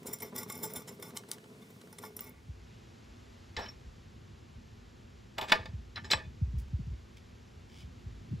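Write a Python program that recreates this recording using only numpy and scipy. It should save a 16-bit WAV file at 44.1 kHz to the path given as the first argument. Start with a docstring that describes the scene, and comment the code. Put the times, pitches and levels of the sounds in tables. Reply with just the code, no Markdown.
"""Over soft room noise a steel nut spins along a threaded rod: thumb flicks set it rattling, it clinks on rod and
washer, and a board hums along; each runout is a duller hum. The room noise cross-fades to that of a later moment.
Bench thumps glide down in pitch; a wrench knocks, rings, slides and squeaks on the nuts, and a palm brushes wood.
Metal and wood are banks of decaying modes driven by noisy contacts; slides and brushing are filtered random ticks.
A small quiet workshop, heard from close by in stereo."""
import sys
import numpy as np
from scipy import signal
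from scipy.fft import rfft, irfft
from scipy.io import wavfile
from scipy.ndimage import uniform_filter1d

SR = 44100
rng = np.random.default_rng(int(sys.argv[2]) if len(sys.argv) > 2 else 0)


def dump(signal):
    """Clip the signal to [-1, 1] and save it as 16-bit WAV at the path in sys.argv[1]."""
    limited = np.clip(np.atleast_2d(signal).T, -1, 1)
    pcm = np.round(limited * 32767).astype(np.int16)
    wavfile.write(sys.argv[1], SR, pcm)


N = 370440
T = np.arange(N) / SR


def amp(db):
    """Decibels to a linear factor."""
    return 10 ** (np.asarray(db) / 20)


def evened(x):
    """Scales to rms 1."""
    return x / np.sqrt(np.mean(x ** 2) + 1e-20)


def unit(x):
    """Scales to energy 1."""
    return x / np.linalg.norm(x)


def peaked(rings):
    """Scales a set of rings so that their sum peaks at 1."""
    return rings / abs(rings.sum(0)).max()


def read(points, hz):
    """Reads a curve of (Hz, value) points on a log frequency axis."""
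    f, value = np.transpose(points)
    return np.interp(np.log(hz + 1), np.log(f + 1), value)


def add(mix, s, sound):
    """Lays a sound into the mix at s seconds."""
    part = mix[round(s * SR):][:len(sound)]
    part += sound[:len(part)]


def colour(x, points, tilt_db=0):
    """Filters by a spectrum and a tilt in dB per octave about 4 kHz."""
    hz = np.fft.rfftfreq(len(x), 1 / SR)
    gain_db = read(points, hz) + tilt_db * np.log2(hz / 4000 + 0.016)
    return irfft(rfft(x) * amp(gain_db), len(x))


def strokes(rows, rise_s, sag_db_per_s, stop_s):
    """Gain curve of (start s, length s, dB) strokes: a rise, a steady sag in force, a quick stop."""
    out = np.zeros(N)
    for s, length, db in rows:
        t = np.maximum(T - s, 0)
        rise = np.minimum(t / rise_s, 1) ** 2
        stop = np.exp(-np.maximum(t - length, 0) / stop_s)
        out += rise * amp(db - sag_db_per_s * t) * stop
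    return out


def as_modes(peaks, slim):
    """(Hz, width, dB) -> (Hz, dB, t60): a wider peak dies sooner and needs a stronger start."""
    return [(hz, db + 20 * np.log10(width / 100), 2.2 / (slim * width)) for hz, width, db in peaks]


def focused(modes, centre_hz, loss_db):
    """Favours the modes near one pitch; loss_db is lost one octave off."""
    return [(hz, db - loss_db * np.log2(hz / centre_hz) ** 2, *rest) for hz, db, *rest in modes]


def ringing(modes, spread_db, tilt_db=0, start_s=.0001, lag=0, size=8192):
    """Rings of (Hz, dB, t60) modes, one row each; every contact point wakes them in other shares."""
    hz, db, t60 = np.transpose(modes)[:, :, None]
    t = np.arange(size) / SR
    chance = rng.standard_normal((2, len(modes), 1))
    db = db + spread_db * chance[0] + tilt_db * np.log2(hz / 4000)
    tone = np.sin(2 * np.pi * hz * (1 + 0.0033 * chance[1]) * t)
    onset = 1 - np.exp(-(t / start_s * (hz / 4000) ** lag) ** 2)  # a soft contact starts without a click
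    return amp(db - 60 * t / t60) * tone * onset


def random_ticks(per_s, spread_db, limit=4):
    """Small contacts at random times, a few of them much stronger."""
    return amp(spread_db * np.minimum(rng.exponential(1, N), limit)) * (rng.random(N) < per_s / SR)


def rattle(drive, per_s, spread_db, modes, count=6):
    """Random small contacts under a drive curve, shared among several contact points that ring the modes."""
    ticks = drive * evened(random_ticks(per_s, spread_db))
    point = rng.integers(0, count, N)
    out = np.zeros(N)
    for k in range(count):
        ring = unit(ringing(modes, 3.5).sum(0))
        out += signal.oaconvolve(ticks * (point == k), ring)[:N]
    return out


def grit(spread_db, limit):
    """Random ticks of either sign: a rough surface catching and slipping."""
    return random_ticks(2500, spread_db, limit) * rng.choice([-1, 1], N)


LEAD_S = .03  # room before a blow for its run-up
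CHATTER_DB, HOLD_POWER = 3., 1.54  # unevenness of a contact; how long it holds before it dies


def blow(s, db, rise_ms, ms, dry, rings):
    """A chattering contact that builds up and dies, heard dry and through the modes, scaled to its peak."""
    lead = min(s, LEAD_S)
    size = len(dry)
    t = 1000 * (np.arange(size) / SR - lead)  # ms
    run_up = t / (abs(rise_ms) + 0.21)
    release = -(abs(t) / (abs(ms) + 0.071)) ** HOLD_POWER
    contact = np.exp(np.where(t < 0, run_up, release))
    contact *= amp(CHATTER_DB * evened(uniform_filter1d(rng.standard_normal(size), size=60)))
    force = rfft(rng.standard_normal(size) * contact, 2 * size)
    modes = rfft(rings, 2 * size)
    # even out how strongly the random force happens to wake each mode
    share = np.linalg.norm(modes * force, axis=1) / np.linalg.norm(modes, axis=1)
    ring = irfft(force * (modes / share[:, None]).sum(0))[:size]
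    sound = dry * contact + ring
    return s - lead, amp(db) * sound / abs(sound).max()


# Room noise of the first and the later moment, middle and side. Each row: pitch in Hz, relative level in dB.
FIRST_MID = [(25, -55), (60, -54), (95, 0), (180, 2), (445, -13.5), (560, -19), (1400, -24.5),
             (3700, -23.5), (9000, -28.5), (15300, -36), (16200, -50)]
FIRST_SIDE = [(25, -39), (177, 15), (952, 10.5), (2530, 11), (6210, -15), (7300, -44), (15200, -31),
              (16500, -26)]
SECOND_MID = [(15, -49.5), (25, -25), (53, -2), (103, 1), (159, -10.5), (245, -7.5), (296, -20.5),
              (339, -13), (600, -26.5), (2750, -28.5), (4860, -32.5), (7510, -37.5), (9080, -55),
              (11600, -44.5), (16500, -82)]
SECOND_SIDE = [(15, -41.5), (25, -2.5), (87, 2), (854, -2), (3320, -25), (4240, -79), (7110, -53),
               (7710, -20.5), (8830, -22.5), (13600, -35), (16500, -45.5)]
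# Slow swell of the later room. Each row: time in seconds, gain of the rumble under 300 Hz in dB, gain of the hiss in dB.
SECOND_SWELL = [(1.9, -7, -8.5), (2.7, 1, 2.5), (3.4, -0.5, 3), (4.2, 2.5, 1), (5.2, 1, 1), (6.3, 4, 0.5),
                (7.0, 0.5, 1), (7.5, 0.5, 1), (8.4, 6.5, 2)]
# Cross-fade between the two rooms: start in seconds, end in seconds.
FADE = 1.72, 2.64


def room_tone():
    """Shaped noise in mid and side for two moments, cross-faded; the later one swells slowly."""
    def noise(points, db):
        return amp(db) * evened(colour(rng.standard_normal(N), points))

    def swell(column):
        s, db = np.transpose(SECOND_SWELL)[[0, column]]
        return amp(np.interp(T, s, db, left=-200, right=-200))  # silent before the first row

    first = np.array([noise(FIRST_MID, -57.5), noise(FIRST_SIDE, -66)])
    second = np.array([noise(SECOND_MID, -54.5), noise(SECOND_SIDE, -64.5)])  # levels before the swell
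    rumble = signal.sosfiltfilt(signal.butter(2, 300, fs=SR, output="sos"), second)
    hiss = second - rumble
    second = rumble * swell(1) + hiss * swell(2)
    fade = np.clip((T - FADE[0]) / (FADE[1] - FADE[0]), 0, 1)
    return first * np.cos(np.pi / 2 * fade) + second * np.sin(np.pi / 2 * fade)


# Thumb flicks that set the nut running loose on the thread.
# Each row: start in seconds, length in seconds, rattle level in dB, board rumble level in dB.
FLICKS = [(0.053, 0.11, -52, -47), (0.148, 0.01, -65, -52), (0.21, 0.082, -54.5, -51.5),
          (0.334, 0.1, -44.5, -48), (0.466, 0.37, -48, -50), (0.632, 0.055, -62, -47),
          (0.733, 0.074, -52, -50), (0.874, 0.073, -61, -51), (1, 0.097, -51, -53.5),
          (1.133, 0.055, -53, -57), (1.29, 0.053, -52, -54), (2.005, 0.066, -50, -56.5),
          (2.176, 0.11, -53.5, -58.5)]
FLICK_RISE_S, FLICK_SAG_DB_PER_S, FLICK_STOP_S = 0.026, 50, 0.0079
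# A hand steadying the rod hums in the board. Each row: start in seconds, length in seconds, level in dB.
HOLD = [(0, 2.294, -58.5)]
# Modes of the board holding the rod. Each row: pitch in Hz, width in Hz before a common factor, strength in dB.
BOARD = [(170, 23, 0), (245, 24, 11.5), (400, 150, 7), (433, 11, 10), (642, 37, -3), (950, 160, -9),
         (1300, 52, -29)]
PUSH_LEAD_S, PUSH_RISE_S = 0.016, 0.0093  # the board feels the thumb sharply, before the nut runs


def board_hum():
    """The thumb's pushes and the steadying hand shake the board's low modes."""
    pushes = [(s - PUSH_LEAD_S, length, db) for s, length, _, db in FLICKS]
    push = strokes(pushes, PUSH_RISE_S, FLICK_SAG_DB_PER_S, FLICK_STOP_S)
    hold = strokes(HOLD, 0.0046, 0, 0.061)
    return rattle(push + hold, 700, 4., as_modes(BOARD, 1.2))


# The loose nut keeps wobbling between flicks. Each row: start in seconds, length in seconds, level in dB.
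WOBBLE = [(0, 1.1, -89), (1.58, 0.65, -75)]
# Modes of rod, nut and washer: pitch in Hz.
ROD_HZ = [883, 1150, 1440, 2000, 2160, 3120, 3540, 3980, 5280, 5740, 5970, 7240, 7570, 7920, 9250, 9600,
          10250, 12100, 15000]
# One row per pitch in ROD_HZ. Each row: width in Hz before a common factor, strength in dB.
ROD = [(55.5, 10.5), (46, 8.5), (97, 3), (90, 4.5), (69.6, 9), (55, -7.5), (110, 4), (200, -6), (89, 6.5),
       (70.4, 5), (39.6, 0), (71.6, 6.5), (100, 2), (50, -9), (200, -6), (137, 6.5), (151.2, 3), (129, 8),
       (191, 5.5)]
ROD_MODES = as_modes([(hz, *row) for hz, row in zip(ROD_HZ, ROD)], 0.79)


def nut_rattle():
    """The loose nut scrapes round the thread, its many tiny contacts ringing the rod."""
    runs = [(s, length, db) for s, length, db, _ in FLICKS]
    run = strokes(runs, FLICK_RISE_S, FLICK_SAG_DB_PER_S, FLICK_STOP_S)
    wobble = strokes(WOBBLE, 0.033, 0, .05)
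    return rattle(run + wobble, 3500, 3.5, ROD_MODES, count=8)


# The nut knocks on rod and washer. Each row: time in seconds, peak level in dB, treble tilt in dB per octave,
# contact time in ms, dry click in dB against the ring.
CLINKS = [(0.03, -50, 0, 1.3, -16), (0.056, -47, 8, 8.5, -20), (0.0668, -31.5, 5.5, 18, -19),
          (0.1312, -26, 5.5, 8.4, -35), (0.1865, -43, 5, 1.5, -4), (0.203, -35.5, 3, 7.9, -14),
          (0.222, -30.5, 1.5, 14, -28.5), (0.3619, -26.5, 5.5, 1.6, -8), (0.3799, -28, 4.5, 9.7, -26),
          (0.4313, -33, 3, 1.2, -15), (0.4987, -29.5, -0.5, 3.7, -20), (0.522, -33, 8, 4.1, -23),
          (0.5531, -37, 6, 4.3, -26), (0.576, -36, 12, 1.1, -20), (0.6325, -25.5, 3, 15, -26),
          (0.6472, -33, 4.5, 19, -33), (0.7007, -41.5, 0, 14, -23), (0.7356, -30.5, 12, 1.6, -22),
          (0.7597, -29, 2.5, 15.6, -24), (0.818, -45, 1.5, 6, -30), (0.879, -37.5, 0.5, 15, -17),
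          (0.9982, -45.5, 3, 1.8, -17), (1.025, -34.5, 0, 3.8, -12), (1.106, -43.5, -6, 2.9, -1),
          (1.166, -32, 0.5, 3.8, -12), (1.173, -25, 1.5, 2.4, 20), (1.237, -45.5, -10, 3.2, 6),
          (1.287, -45, 0, 8.8, -12), (1.3155, -20.5, 2, 1.2, 8), (1.333, -36, 4, 3.2, -3),
          (1.383, -44, -7, 3.9, 10), (1.442, -51, -7, 2.9, 2), (1.62, -51, -1.5, 14, -23),
          (1.705, -50, -0.5, 2, -8.5), (1.8143, -46.5, -5, 5, -2), (1.875, -50, -6, 1.8, 0),
          (1.9273, -39, 1, 2.1, -21), (1.9854, -35.5, 0, 3.2, -8.5), (2.037, -37, -15, 6.5, 1),
          (2.1656, -31.5, 8, 2.2, -27), (2.1924, -31.5, -2.5, 7.7, 7), (2.206, -28, 41, 1.6, -14),
          (2.241, -42, 21, 6.5, -23), (2.2936, -43.5, 26, 1.6, -16)]
# Dry click of the washer on the board. Each row: pitch in Hz, relative level in dB.
WASHER = [(300, -51), (1000, 2), (1400, 11), (2500, -0.5), (3000, 16), (3500, 9), (4000, 16), (4500, 8),
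          (9000, 14), (14000, -1)]
CLINK_RISE = 0.21  # run-up as a share of the contact time


def nut_clinks():
    """Each knock is a dry washer click plus the ring of the rod's modes."""
    out = np.zeros(N)
    for s, db, tilt_db, ms, click_db in CLINKS:
        ring = ringing(ROD_MODES, 4.5, tilt_db, 0.001)
        click = evened(colour(rng.standard_normal(8192), WASHER, tilt_db))
        add(out, *blow(s, db, CLINK_RISE * ms, ms, amp(click_db) * click, peaked(ring)))
    return out


# The nut runs out with a duller hum. Each row: start in seconds, length in seconds, level in dB.
SPIN_DOWN = [(1.58, 0.11, -68), (2.04, 0.061, -68), (2.21, 0.18, -60.5)]


def spin_down():
    """Sparser contacts hum in the rod modes near 1600 Hz, which ring longer here."""
    near = focused(ROD_MODES, 1600, 9)
    dull = [(hz, db, 1.8 * t60) for hz, db, t60 in near]
    return rattle(strokes(SPIN_DOWN, 0.029, 60, 0.017), 900, 3., dull, count=4)


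def nut():
    """All of the spinning, without deep bass and with an early treble edge."""
    band = signal.butter(6, [80, 15600], "band", fs=SR, output="sos")
    return signal.sosfilt(band, board_hum() + nut_rattle() + nut_clinks() + spin_down())


# Bench jolts. Each row: start in seconds, level in dB, pitch factor.
THUMPS = [(2.482, -37, 0.99), (3.566, -44.5, 0.89), (3.853, -42.5, 0.76), (4.553, -45.5, 0.77),
          (5.588, -39, 0.96), (5.677, -39.5, 1.05), (5.729, -33, 1.03), (5.78, -43, 0.91),
          (6.013, -42, 1.26), (6.132, -36, 1.08), (6.262, -38.5, 1.12), (6.411, -23, 1.08),
          (6.467, -36, 0.99), (6.531, -31.5, 1.14), (6.558, -30.5, 0.87), (6.61, -37, 0.89),
          (6.727, -25.5, 1), (6.784, -35, 1.6), (6.865, -32.5, 1.11), (6.891, -40, 0.83),
          (6.911, -39, 1.13), (7.826, -39.5, 1.04), (7.869, -45, 1.34), (8.054, -36, 0.93),
          (8.304, -33, 1.3), (8.321, -33.5, 1.85)]
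THUMP_S = 0.02  # time to the top of a thump


def bench():
    """Bending waves in the bench: the high part arrives first, so each thump glides down, then a weak shiver."""
    out = np.zeros(N)
    t = np.arange(12000) / SR
    u = t / THUMP_S
    thump = u ** 2 * np.exp(1 - u ** 2)
    shiver = 0.29 * (1 - np.exp(-u ** 4)) * amp(-60 * t / 1.2)
    for s, db, pitch in THUMPS:
        hz = pitch * (56 + 230 * np.exp(-t / 0.0108))
        add(out, s, amp(db) * (thump + shiver) * np.sin(2 * np.pi * np.cumsum(hz) / SR))
    return out


# Wrench blows. Each row: time in seconds, peak level in dB, run-up in ms, contact time in ms,
# knock centre in Hz, knock focus in dB lost one octave off, steel ring in dB against the knock,
# ring centre in Hz, ring focus in dB lost one octave off, share of the free ring time that the grip leaves.
BLOWS = [(3.566, -26.5, 0.46, 5.1, 1850, 13, 6, 4660, 16, 0.069),
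         (3.59, -30.5, 4.3, 26, 665, 10, -5.5, 4500, 4, 0.22),
         (3.629, -34, 17, 40.5, 1280, 13, 0.5, 5460, 900, 0.15),
         (3.66, -39.5, 1, 6.1, 2300, 18, 3, 3100, 40, 0.15),
         (3.686, -39, 2.8, 5.9, 3200, 3.5, 7, 5460, 2000, .14),
         (5.381, -25.5, 0.2, 2.8, 3040, 15.5, -5.5, 8900, 2, 0.22),
         (5.388, -27, 3.9, 6.6, 856, 11, -26, 8900, 8, 0.18),
         (5.412, -27.5, 0.3, 3.6, 3100, 16, -9.5, 9000, 13, 0.2),
         (5.418, -31, 1.5, 22, 870, 20, -31.5, 9000, 8, 0.18),
         (5.425, -33.5, 1, 19, 3000, 15, -13, 9000, 11, 0.42),
         (5.484, -32.5, 4.7, 10, 2900, 2, -5.5, 6000, 11, 0.11),
         (5.499, -28, 5.2, 16, 3084, 2.5, -15, 6060, 12, 0.13),
         (5.5205, -4.5, 0.57, 3.4, 2130, 2.5, -15.5, 6060, 2.5, 0.15),
         (5.528, -22.5, 2.3, 4.5, 960, 16, -14, 5400, 29, 0.1),
         (5.657, -33.5, 0.6, 5, 2930, 0, -36, 4900, 11, .3),
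         (5.959, -30, 0.46, 5.1, 3600, 1.5, 4, 4000, 52, 0.4),
         (5.976, -32, 6.8, 12, 1560, 25, -24, 4030, 34, 0.47),
         (6.044, -40.5, 0.6, 8.3, 1300, 4, 5, 5140, 12, 0.66),
         (6.104, -27, 0.91, 6.4, 2900, 8, -21, 5940, 10, 0.28),
         (6.108, -25.5, 0.7, 15, 5500, 10, 6, 7950, 36, 0.3),
         (6.112, -14.5, 1.3, 9.2, 3800, 2.5, 9, 4140, 49, 0.3),
         (6.12, -19, 2.7, 7.5, 4300, 3, -7.5, 4170, 14, 0.27),
         (6.133, -11, 0.3, 2.2, 2010, 1, -25, 4000, 30, 0.46)]
# Modes of the wrench steel: pitch in Hz.
WRENCH_HZ = [3052, 4002, 5130, 5460, 5978, 6850, 7668, 8720, 11270, 12350, 15100]
# One row per pitch in WRENCH_HZ. Each row: strength in dB, free ring time (t60) in seconds.
WRENCH = [(-7, 0.4), (0, 0.19), (-1, 0.095), (-9, 0.4), (-12, 0.11), (-8, 0.11), (-10.5, 0.33), (-36, .2),
          (-13.5, 0.12), (-9, 0.25), (-13, 0.065)]
STEEL_MODES = [(hz, db, t60) for hz, (db, t60) in zip(WRENCH_HZ, WRENCH)]
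# Modes of board and nut under the wrench: pitch in Hz.
KNOCK_HZ = [490, 655, 865, 1000, 1200, 1410, 1680, 1770, 1880, 2240, 2470, 2985, 3340, 3520, 3890, 4180,
            4450, 4850]
# One row per pitch in KNOCK_HZ. Each row: width in Hz before a common factor, strength in dB.
KNOCK = [(49.6, 0.5), (50, 3.5), (45, 2), (35, -3.5), (50, -0.5), (50, -10), (50, -2), (49.8, 1.5),
         (60.1, -3.5), (70, -0.5), (70.2, -1), (55, -5.5), (55, -8.5), (70, 1), (45, -4.5), (55, -10.5),
         (65, -8), (140, -4)]
KNOCK_MODES = as_modes([(hz, *row) for hz, row in zip(KNOCK_HZ, KNOCK)], 1.15)
# Broad colour of the dry crack and the slide. Each row: pitch in Hz, relative level in dB.
KNOCK_WIDE = [(120, -41.5), (200, 0.5), (876, -9.5), (1650, -14), (3560, -11.5), (9140, -30),
              (12500, -40.5), (16500, -44)]
CRACK_DB, CRACK_FOCUS = -11, 0.21  # dry crack against the ring; its share of the knock focus
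WOOD_LAG = 1.2  # low wood modes build up later by this power of pitch


def wrench_blows():
    """A dry crack and a woody knock with the thin ring of the gripped steel; the place struck picks the modes."""
    out = np.zeros(N)
    for s, db, rise_ms, ms, knock_hz, knock_loss_db, ring_db, ring_hz, ring_loss_db, free in BLOWS:
        crack_colour = focused(KNOCK_WIDE, knock_hz, CRACK_FOCUS * knock_loss_db)
        crack = evened(colour(rng.standard_normal(8192), crack_colour))
        wood = ringing(focused(KNOCK_MODES, knock_hz, knock_loss_db), 1.5, 0, .0004, WOOD_LAG)
        gripped = [(hz, a_db - min(ring_loss_db * np.log2(hz / ring_hz) ** 2, 99), free * t60)
                   for hz, a_db, t60 in STEEL_MODES]
        steel = ringing(gripped, 1.5, 0, .0004)
        rings = np.vstack([peaked(wood), amp(ring_db) * peaked(steel)])
        add(out, *blow(s, db, rise_ms, ms, amp(CRACK_DB) * crack, rings))
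    return out


# The wrench slides over wood and nut. Each row: start in seconds, length in seconds, drive level in dB.
SLIDES = [(3.567, 0.046, -36.5), (3.62, 0.12, -45.5), (5.41, 0.078, -43), (5.53, 0.22, -32.5),
          (6.035, .08, -46), (6.165, .1, -40)]
SLIDE_RISE_S, SLIDE_SAG_DB_PER_S, SLIDE_STOP_S = 0.0067, 182.5, 0.01303


def wrench_slides():
    """Grit heard directly, and small contacts that ring the wood and nut with softened treble."""
    slide = strokes(SLIDES, SLIDE_RISE_S, SLIDE_SAG_DB_PER_S, SLIDE_STOP_S)
    scrape = amp(-14.5) * slide * evened(colour(grit(5.55, 5), KNOCK_WIDE, 0.68))
    body = rattle(amp(0.5) * slide, 2500, 3., KNOCK_MODES)
    return scrape + colour(body, [(2600, -2.5), (9000, -12.0)])


# Steel squeaks as the wrench is drawn off. Each row: start in seconds, length in seconds, level in dB.
SQUEAK = [(3.625, 0.079, -69)]
SQUEAK_HZ, SQUEAK_SAG_DB_PER_S = 5460, -18  # a negative sag: the squeak grows


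def wrench_squeak():
    """Rubbing contacts ring the damped steel, the mode at the squeak pitch standing out by up to 9 dB."""
    steel = [(hz, db - min(2000 * np.log2(hz / SQUEAK_HZ) ** 2, 9), .3 * t60) for hz, db, t60 in STEEL_MODES]
    drive = strokes(SQUEAK, SLIDE_RISE_S, SQUEAK_SAG_DB_PER_S, SLIDE_STOP_S)
    return rattle(drive, 600, 3., steel, count=2)


# The palm brushes the wood. Each row: start in seconds, length in seconds, level in dB, treble tilt in dB per octave.
BRUSH = [(6.574, 0.029, -64, 7.5), (7.16, 0.0082, -58, -2), (7.683, 0.14, -66.5, -2)]
# Colour of skin on wood. Each row: pitch in Hz, relative level in dB.
BRUSH_COLOUR = [(1800, -28), (2300, 0), (2650, -14), (3050, 0), (3500, -4), (4000, -14), (5000, -5),
                (6500, -13), (16000, -28)]
BRUSH_RISE_S, BRUSH_STOP_S, BRUSH_SAG_DB_PER_S = 0.012, 0.015, -58  # the palm presses harder as it goes


def palm():
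    """Skin catching and slipping on the grain: coloured random ticks."""
    slips = grit(4.3, 4)
    out = np.zeros(N)
    for s, length, db, tilt_db in BRUSH:
        press = strokes([(s, length, db)], BRUSH_RISE_S, BRUSH_SAG_DB_PER_S, BRUSH_STOP_S)
        out += press * evened(colour(slips, BRUSH_COLOUR, tilt_db))
    return out


def tail(t60s, start_s):
    """Dense reflections, each band dying at its own speed, energy 1."""
    hz, t, z = signal.stft(rng.standard_normal(SR // 2), SR, nperseg=256)
    taps = signal.istft(z * amp(-60 * t / read(t60s, hz)[:, None]), SR, nperseg=256)[1]
    return unit(taps * (np.arange(len(taps)) > start_s * SR))


# Decay of the workshop. Each row: pitch in Hz, reverberation time (t60) in seconds.
ROOM = [(250, 0.2055), (1000, 0.12), (4000, 0.115), (12000, 0.092)]
# Stereo width of the spinning, then of bench, wrench and palm. Each row: pitch in Hz, side filter gain in dB.
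FIRST_WIDTH = [(60, -21), (110, -22), (200, -20), (380, -18.5), (700, -9), (1290, -8), (2380, -6.5),
               (4400, -13), (8120, -47), (15000, -10.5)]
SECOND_WIDTH = [(60, -30.5), (110, -24), (200, -7.5), (380, -17.5), (700, -6.5), (1290, -2), (2380, -14.5),
                (4400, -35.5), (8120, -4), (15000, 5)]


def widened(mid, width):
    """Makes a side signal from the sound turned a quarter cycle in phase plus its room reflections."""
    reflections = signal.oaconvolve(mid, tail(ROOM, 0.0013))[:N]
    side = signal.hilbert(mid).imag + amp(-8.0) * reflections
    return np.array([mid, colour(side, width)])


def scene():
    """Nut and wrench in the room, with bench and palm close by, over the room noise, as left and right."""
    room = tail(ROOM, 0.00613)

    def in_room(x):
        return x + amp(-12.5) * signal.oaconvolve(x, room)[:N]

    spinning = in_room(nut())
    tightening = in_room(wrench_blows() + wrench_slides() + wrench_squeak()) + bench() + palm()
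    mid, side = widened(spinning, FIRST_WIDTH) + widened(tightening, SECOND_WIDTH) + room_tone()
    return np.array([mid + side, mid - side])


def record(dry):
    """Soft overload, strongest on the hardest blow, then a steep treble limit at 15950 Hz."""
    band_limit = signal.firwin(511, 15950, window=("kaiser", 9), fs=SR)
    return signal.oaconvolve(.6 * np.tanh(dry / .6), band_limit[None], "same")


dry = scene()
out = record(dry)
dump(out)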